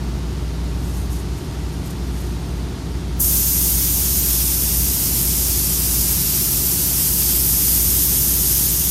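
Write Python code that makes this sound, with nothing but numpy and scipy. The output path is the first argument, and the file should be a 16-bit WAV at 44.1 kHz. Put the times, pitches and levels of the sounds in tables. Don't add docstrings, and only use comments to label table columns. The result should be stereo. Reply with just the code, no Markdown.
import sys
import numpy as np
from scipy import signal
from scipy.fft import rfft, irfft, next_fast_len
from scipy.io import wavfile
from scipy.ndimage import uniform_filter1d, map_coordinates

SR = 44100
rng = np.random.default_rng(int(sys.argv[2]) if len(sys.argv) > 2 else 0)


def how_loud(loudness_db):
    steps = np.asarray(loudness_db, float) / 20
    return 10 ** steps


def to_wav(s):
    ch = np.atleast_2d(s).T
    pcm = np.round(np.clip(ch, -1, 1) * 32767)
    wavfile.write(sys.argv[1], SR, pcm.astype(np.int16))


N = 392490
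STROKE_HZ = 12.9602
TRIGGER_S = 3.1995

# pitch_hz, level_db (per Hz)
CLOTH_COLOUR = [(3500, -13.5), (5000, -7), (6500, -1), (8500, 0), (11000, -2), (13500, -2), (15000, -19)]


def level(x, db):
    return x * how_loud(db) / np.sqrt(np.mean(x ** 2))


def tint(x, gain):
    size = next_fast_len(len(x))
    hz = np.arange(1, size // 2 + 2) * SR / size
    return irfft(rfft(x, size) * gain(hz), size)[:len(x)]


def shape(points, hz):
    at, db = np.transpose(points)
    return how_loud(np.interp(np.log(hz), np.log(at), db)) * np.minimum(hz / at[0], 1) ** 4


def slope(hz, edge_hz):
    return 1 / (1 + (edge_hz / hz) ** 8)


def walk(rate):
    hold = int(SR / rate)
    steps = np.repeat(rng.standard_normal(N // hold + 1), hold)
    smooth = uniform_filter1d(uniform_filter1d(steps, hold), hold)
    return 0.91 * smooth[:N]


def tones(hz, db):
    t = np.arange(N) / SR
    start = 2 * np.pi * rng.random(len(hz))
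    return sum(np.sqrt(2) * how_loud(d) * np.sin(2 * np.pi * f * t + p) for f, d, p in zip(hz, db, start))


def shop():
    # pitch_hz, level_db (per Hz)
    shop_colour = [(30, -22), (48, 1), (68, 4.5), (100, -2), (170, -0.5), (290, -8.5), (400, -10),
                   (500, -18), (700, -16.5), (1000, -21), (2000, -26), (4500, -25), (8500, -31.5),
                   (14000, -38.5)]
    noise = level(tint(rng.standard_normal(N), lambda hz: shape(shop_colour, hz)), -30)
    high = tint(noise, lambda hz: slope(hz, 2200))
    low = noise - high
    return low * how_loud(0.39 * walk(1.14)) + high * how_loud(0.24 * walk(3.5))


def motor():
    # multiple of the motor rate, level_db
    shaft_tones = [(5, -47.5), (6, -39), (10, -63), (12, -42.5)]
    # middle_s, half_length_s, depth_db
    hum_dips = [(0.80, .04, -3), (1.485, 0.14, -10), (1.91, .07, -11), (2.445, .07, -5), (2.77, 0.043, -9),
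                (3.82, .03, -4), (5.00, 0.053, -8), (6.40, 0.12, -6), (6.75, .09, -6), (7.05, 0.14, -7),
                (7.635, .06, -4), (8.253, 0.04, -3), (8.45, .06, -2)]
    motor_hz, whine_hz = 14.9, 942.76
    t = np.arange(N) / SR
    coarse = t[::100]
    dips = sum(db * np.exp(-((coarse - s) / half) ** 2) for s, half, db in hum_dips)
    sag_db = np.interp(t, coarse, dips)
    hum_db = -24.5 - 0.18 * t + sag_db + 1.1 * walk(5.)
    hum_phase = 2 * np.pi * 4 * motor_hz * t + .8 * walk(2.) + .2 * walk(12)
    hum = np.sqrt(2) * how_loud(hum_db) * np.sin(hum_phase)
    shake = 0.91 * np.sin(2 * np.pi * STROKE_HZ * t)
    whine = how_loud(-52.5) * np.sin(2 * np.pi * whine_hz * t + shake)
    return hum + whine + tones([k * motor_hz for k, db in shaft_tones], [db for k, db in shaft_tones])


def pump():
    # multiple of the stroke rate, level_db
    stroke_tones = [(6, -39), (7, -51), (8, -41), (10, -36), (11, -42), (12, -43), (13, -38), (15, -49),
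                    (16, -48), (17, -47), (19, -51), (20, -49), (22, -46), (23, -43), (26, -48), (27, -45),
                    (28, -50), (29, -52), (31, -48), (34, -56), (36, -55), (38, -59), (47, -62), (52, -60),
                    (61, -59), (67, -58), (68, -59), (71, -56.5), (91, -62), (104, -62)]
    # pitch_hz, level_db
    knock_colour = [(60, -93), (300, -89), (450, -71), (750, -73.5), (1200, -66), (1500, -71), (2200, -75)]
    order = np.arange(4, 170)
    chance = rng.standard_normal((len(order), 2))
    size = shape(knock_colour, order * STROKE_HZ) * np.hypot(*chance.T) / np.sqrt(2)
    for k, db in stroke_tones:
        size[k - order[0]] = how_loud(db)
    spectrum = np.zeros(4097, complex)
    spectrum[order] = size * np.exp(1j * np.arctan2(*chance.T))
    cycle = irfft(spectrum) * 4096 * np.sqrt(2)
    turn = np.arange(N) / SR * STROKE_HZ + 0.0011 * walk(0.86)
    return map_coordinates(cycle, [turn % 1 * len(cycle)], order=1, mode="grid-wrap")


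def rustle():
    # peak_s, rise_s, fall_s, level_db
    rubs = [(0.62, .01, .02, -56), (0.70, .03, .02, -59), (0.85, .07, .08, -47), (0.97, .07, .08, -43.5),
            (1.125, .012, 0.054, -38.5), (1.21, .03, .02, -47), (1.38, .025, .04, -47),
            (1.45, .015, .05, -49), (1.73, .02, .04, -49), (1.86, .016, .027, -40), (1.91, .005, .009, -42),
            (2.08, .03, .025, -51), (2.18, .07, .18, -45)]
    t = np.arange(N) / SR
    crackle = rng.standard_normal(N) * how_loud(3.2 * walk(380.0) + 1.6 * walk(90.))
    rub = level(tint(crackle, lambda hz: shape(CLOTH_COLOUR, hz)), 1.5)
    coarse = t[::20]
    swell = np.zeros(len(coarse))
    for peak, rise, fall, db in rubs:
        distance = np.where(coarse < peak, (peak - coarse) / rise, (coarse - peak) / fall)
        swell += how_loud(db) * np.exp(-distance ** 1.3)
    walking = how_loud(-56) * (t > 1.3) * (t < 2.6)
    return rub * np.maximum(np.interp(t, coarse, swell), walking)


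def ticks():
    # start_s, peak_db
    snaps = [(0.9394, -29), (0.9694, -30), (1.1049, -28), (1.1184, -28), (1.3794, -33), (1.7294, -32),
             (1.9036, -27), (2.1794, -32)]
    t = np.arange(N) / SR
    fade = sum(how_loud(db) * (t > s) * np.exp(-np.maximum(t - s, 0) / 0.0055) for s, db in snaps)
    return fade * level(tint(rng.standard_normal(N), lambda hz: shape(CLOTH_COLOUR, hz)), -10.5)


def reflect(x):
    # mean_lag_ms, sway_ms, level_db
    echoes = [
        (.35, .1, -20),
        (1.3, .3, -22),
    ]
    n = np.arange(N)
    out = x.copy()
    for lag, sway, db in echoes:
        delay = (lag + sway * walk(.5)) * SR / 1000
        out += how_loud(db) * map_coordinates(x, [n - delay], order=3)
    return out


def gun():
    # pitch_hz, level_db (per Hz)
    jet_colour = [(1200, -25.5), (2000, -23), (3000, -19), (4300, -14), (4800, -9.5), (6500, -2.5),
                  (8500, -0.5), (10200, 0.5), (12300, 6.5), (13500, 4), (14500, 4.5), (15600, -1)]
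    # time_s, level_db (of the jet core)
    aim = [
        (3.2, -19.5),
        (3.45, -20.5),
        (3.6, -18.5),
        (3.75, -20.5),
        (5.6, -21.5),
        (6.9, -19.5),
        (7.6, -17),
        (8.55, -18.5),
        (8.9, -20),
    ]
    opening_s = .0026
    t = np.arange(N) / SR
    since = np.maximum(t - TRIGGER_S, 0)

    core_db = np.interp(t, *np.transpose(aim)) + 2.5 * np.exp(-since / 0.12)
    turned_db = core_db + 20
    shear_db = -24 + 0.38 * turned_db
    paint_lag_db = -7 * np.exp(-since / 0.036)
    wetting_db = -4 * np.exp(-since / .5)
    panel_db = -31 + 0.15 * turned_db + paint_lag_db + wetting_db

    surge = .5 * walk(14.)
    spit = how_loud(0.61 * walk(900.) + 0.31 * walk(60.))
    jet = tint(reflect(rng.standard_normal(N) * spit), lambda hz: shape(jet_colour, hz))
    core = tint(jet, lambda hz: slope(hz, 10390))
    panel = tint(jet, lambda hz: 1 - slope(hz, 5150))
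    shear = jet - core - panel

    tip = tint(core, lambda hz: slope(hz, 12500) ** 2)
    core = core + tip * (how_loud(1 - .5 * since) - 1)

    hiss = level(core, 0) * how_loud(core_db + .25 * walk(9.))
    hiss += level(shear, 0) * how_loud(shear_db + 0.1 * walk(15.0))
    hiss += level(panel, 0) * how_loud(panel_db + 0.72 * walk(18.0))
    valve = 1 / (1 + np.exp(np.clip((TRIGGER_S - t) / opening_s, -40, 40)))
    return hiss * how_loud(surge) * valve


def scene():
    duck = how_loud(-0.7 * np.clip((np.arange(N) / SR - TRIGGER_S) / 0.31, 0, 1))
    machines = (shop() + motor() + pump()) * duck
    return np.tile(machines + rustle() + ticks() + gun(), (2, 1))


def camera_rounding(x, size):
    # pitch_hz, step_db
    coarse = [(500, -25.5), (1500, -8.5), (3000, -1.5), (10000, 0.87), (15000, 3)]
    # pitch_hz, step_db
    masked = [(9000, -30), (13000, -8), (14300, -1), (15000, 3.5), (15700, 2), (15900, 20)]
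    # pitch_hz, step_db
    quiet = [(6000, -28), (12000, -16), (13800, -14), (14500, -11.5), (15600, -9.5)]
    n = np.arange(2 * size) + .5
    window = np.sin(np.pi * n / (2 * size))
    basis = window[:, None] * np.cos(np.pi / size * np.outer(n + size / 2, n[:size]))
    frames = np.pad(x, (size, 2 * size - len(x) % size)).reshape(-1, size)
    lines = np.hstack([frames[:-1], frames[1:]]) @ basis
    hz = n[:size] * SR / (2 * size)
    bands = lines.reshape(len(lines), -1, 16)
    local = np.sqrt(uniform_filter1d(np.mean(bands ** 2, axis=2), size=3, axis=1))
    in_treble = (hz > 9000) & (hz < 14000)
    treble = np.sqrt(np.mean(lines[:, in_treble] ** 2, axis=1, keepdims=True))

    frame_db = 3.5 * uniform_filter1d(rng.standard_normal((len(lines), 1)), size=3, axis=0)
    supply_db = frame_db + 1.6 * rng.standard_normal(local.shape)
    centre = hz.reshape(-1, 16).mean(axis=1)
    step = np.maximum(local * shape(coarse, centre), treble * shape(masked, centre))
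    step = np.maximum(step, shape(quiet, centre)) * how_loud(supply_db)
    step = step * np.minimum(4 * np.roll(treble, 2) / (treble + 1e-12), 1)
    step = np.repeat(step, 16, axis=1) + 1e-12
    rounded = np.sign(lines) * np.floor(np.abs(lines) / step + .4) * step
    back = rounded @ basis.T * 2 / size
    return (back[1:, :size] + back[:-1, size:]).ravel()[:len(x)]


def refill(x, count, frame, offset):
    out = x.copy()
    window = np.sin(np.pi * (np.arange(2 * frame) + .5) / (2 * frame))
    hz = np.arange(frame + 1) * SR / (2 * frame)
    for place, height in rng.random((count, 2)):
        start = offset + frame * int((N // frame - 3) * place ** 0.65)
        low_hz = 4100 + 9000 * height ** 1.51
        in_band = (hz > low_hz) * (hz < low_hz + 1500)
        band = rfft(x[0, start:start + 2 * frame] * window) * in_band
        scramble = np.exp(2j * np.pi * rng.random((2, frame + 1)))
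        fresh = irfft(band * scramble) * np.sqrt(2) * window
        out[:, start:start + 2 * frame] += fresh - irfft(band) * window
    return out


def low_pass(x):
    return signal.sosfilt(signal.butter(12, 15760, fs=SR, output="sos"), x)


def record(dry):
    # pitch_hz, width_hz, level_db
    housing = [
        (7700, 330, -4),
        (9770, 820, -0.5),
        (16000, 1050, -4.5),
    ]

    def notches(hz):
        return how_loud(sum(db * np.exp(-((hz - mid) / width) ** 2) for mid, width, db in housing))

    heard = camera_rounding(tint(dry[0], notches), size=1024)
    mix = refill(np.tile(heard, (2, 1)), count=46, frame=1024, offset=654)
    return low_pass(mix)


dry = scene()
out = record(dry)
to_wav(out)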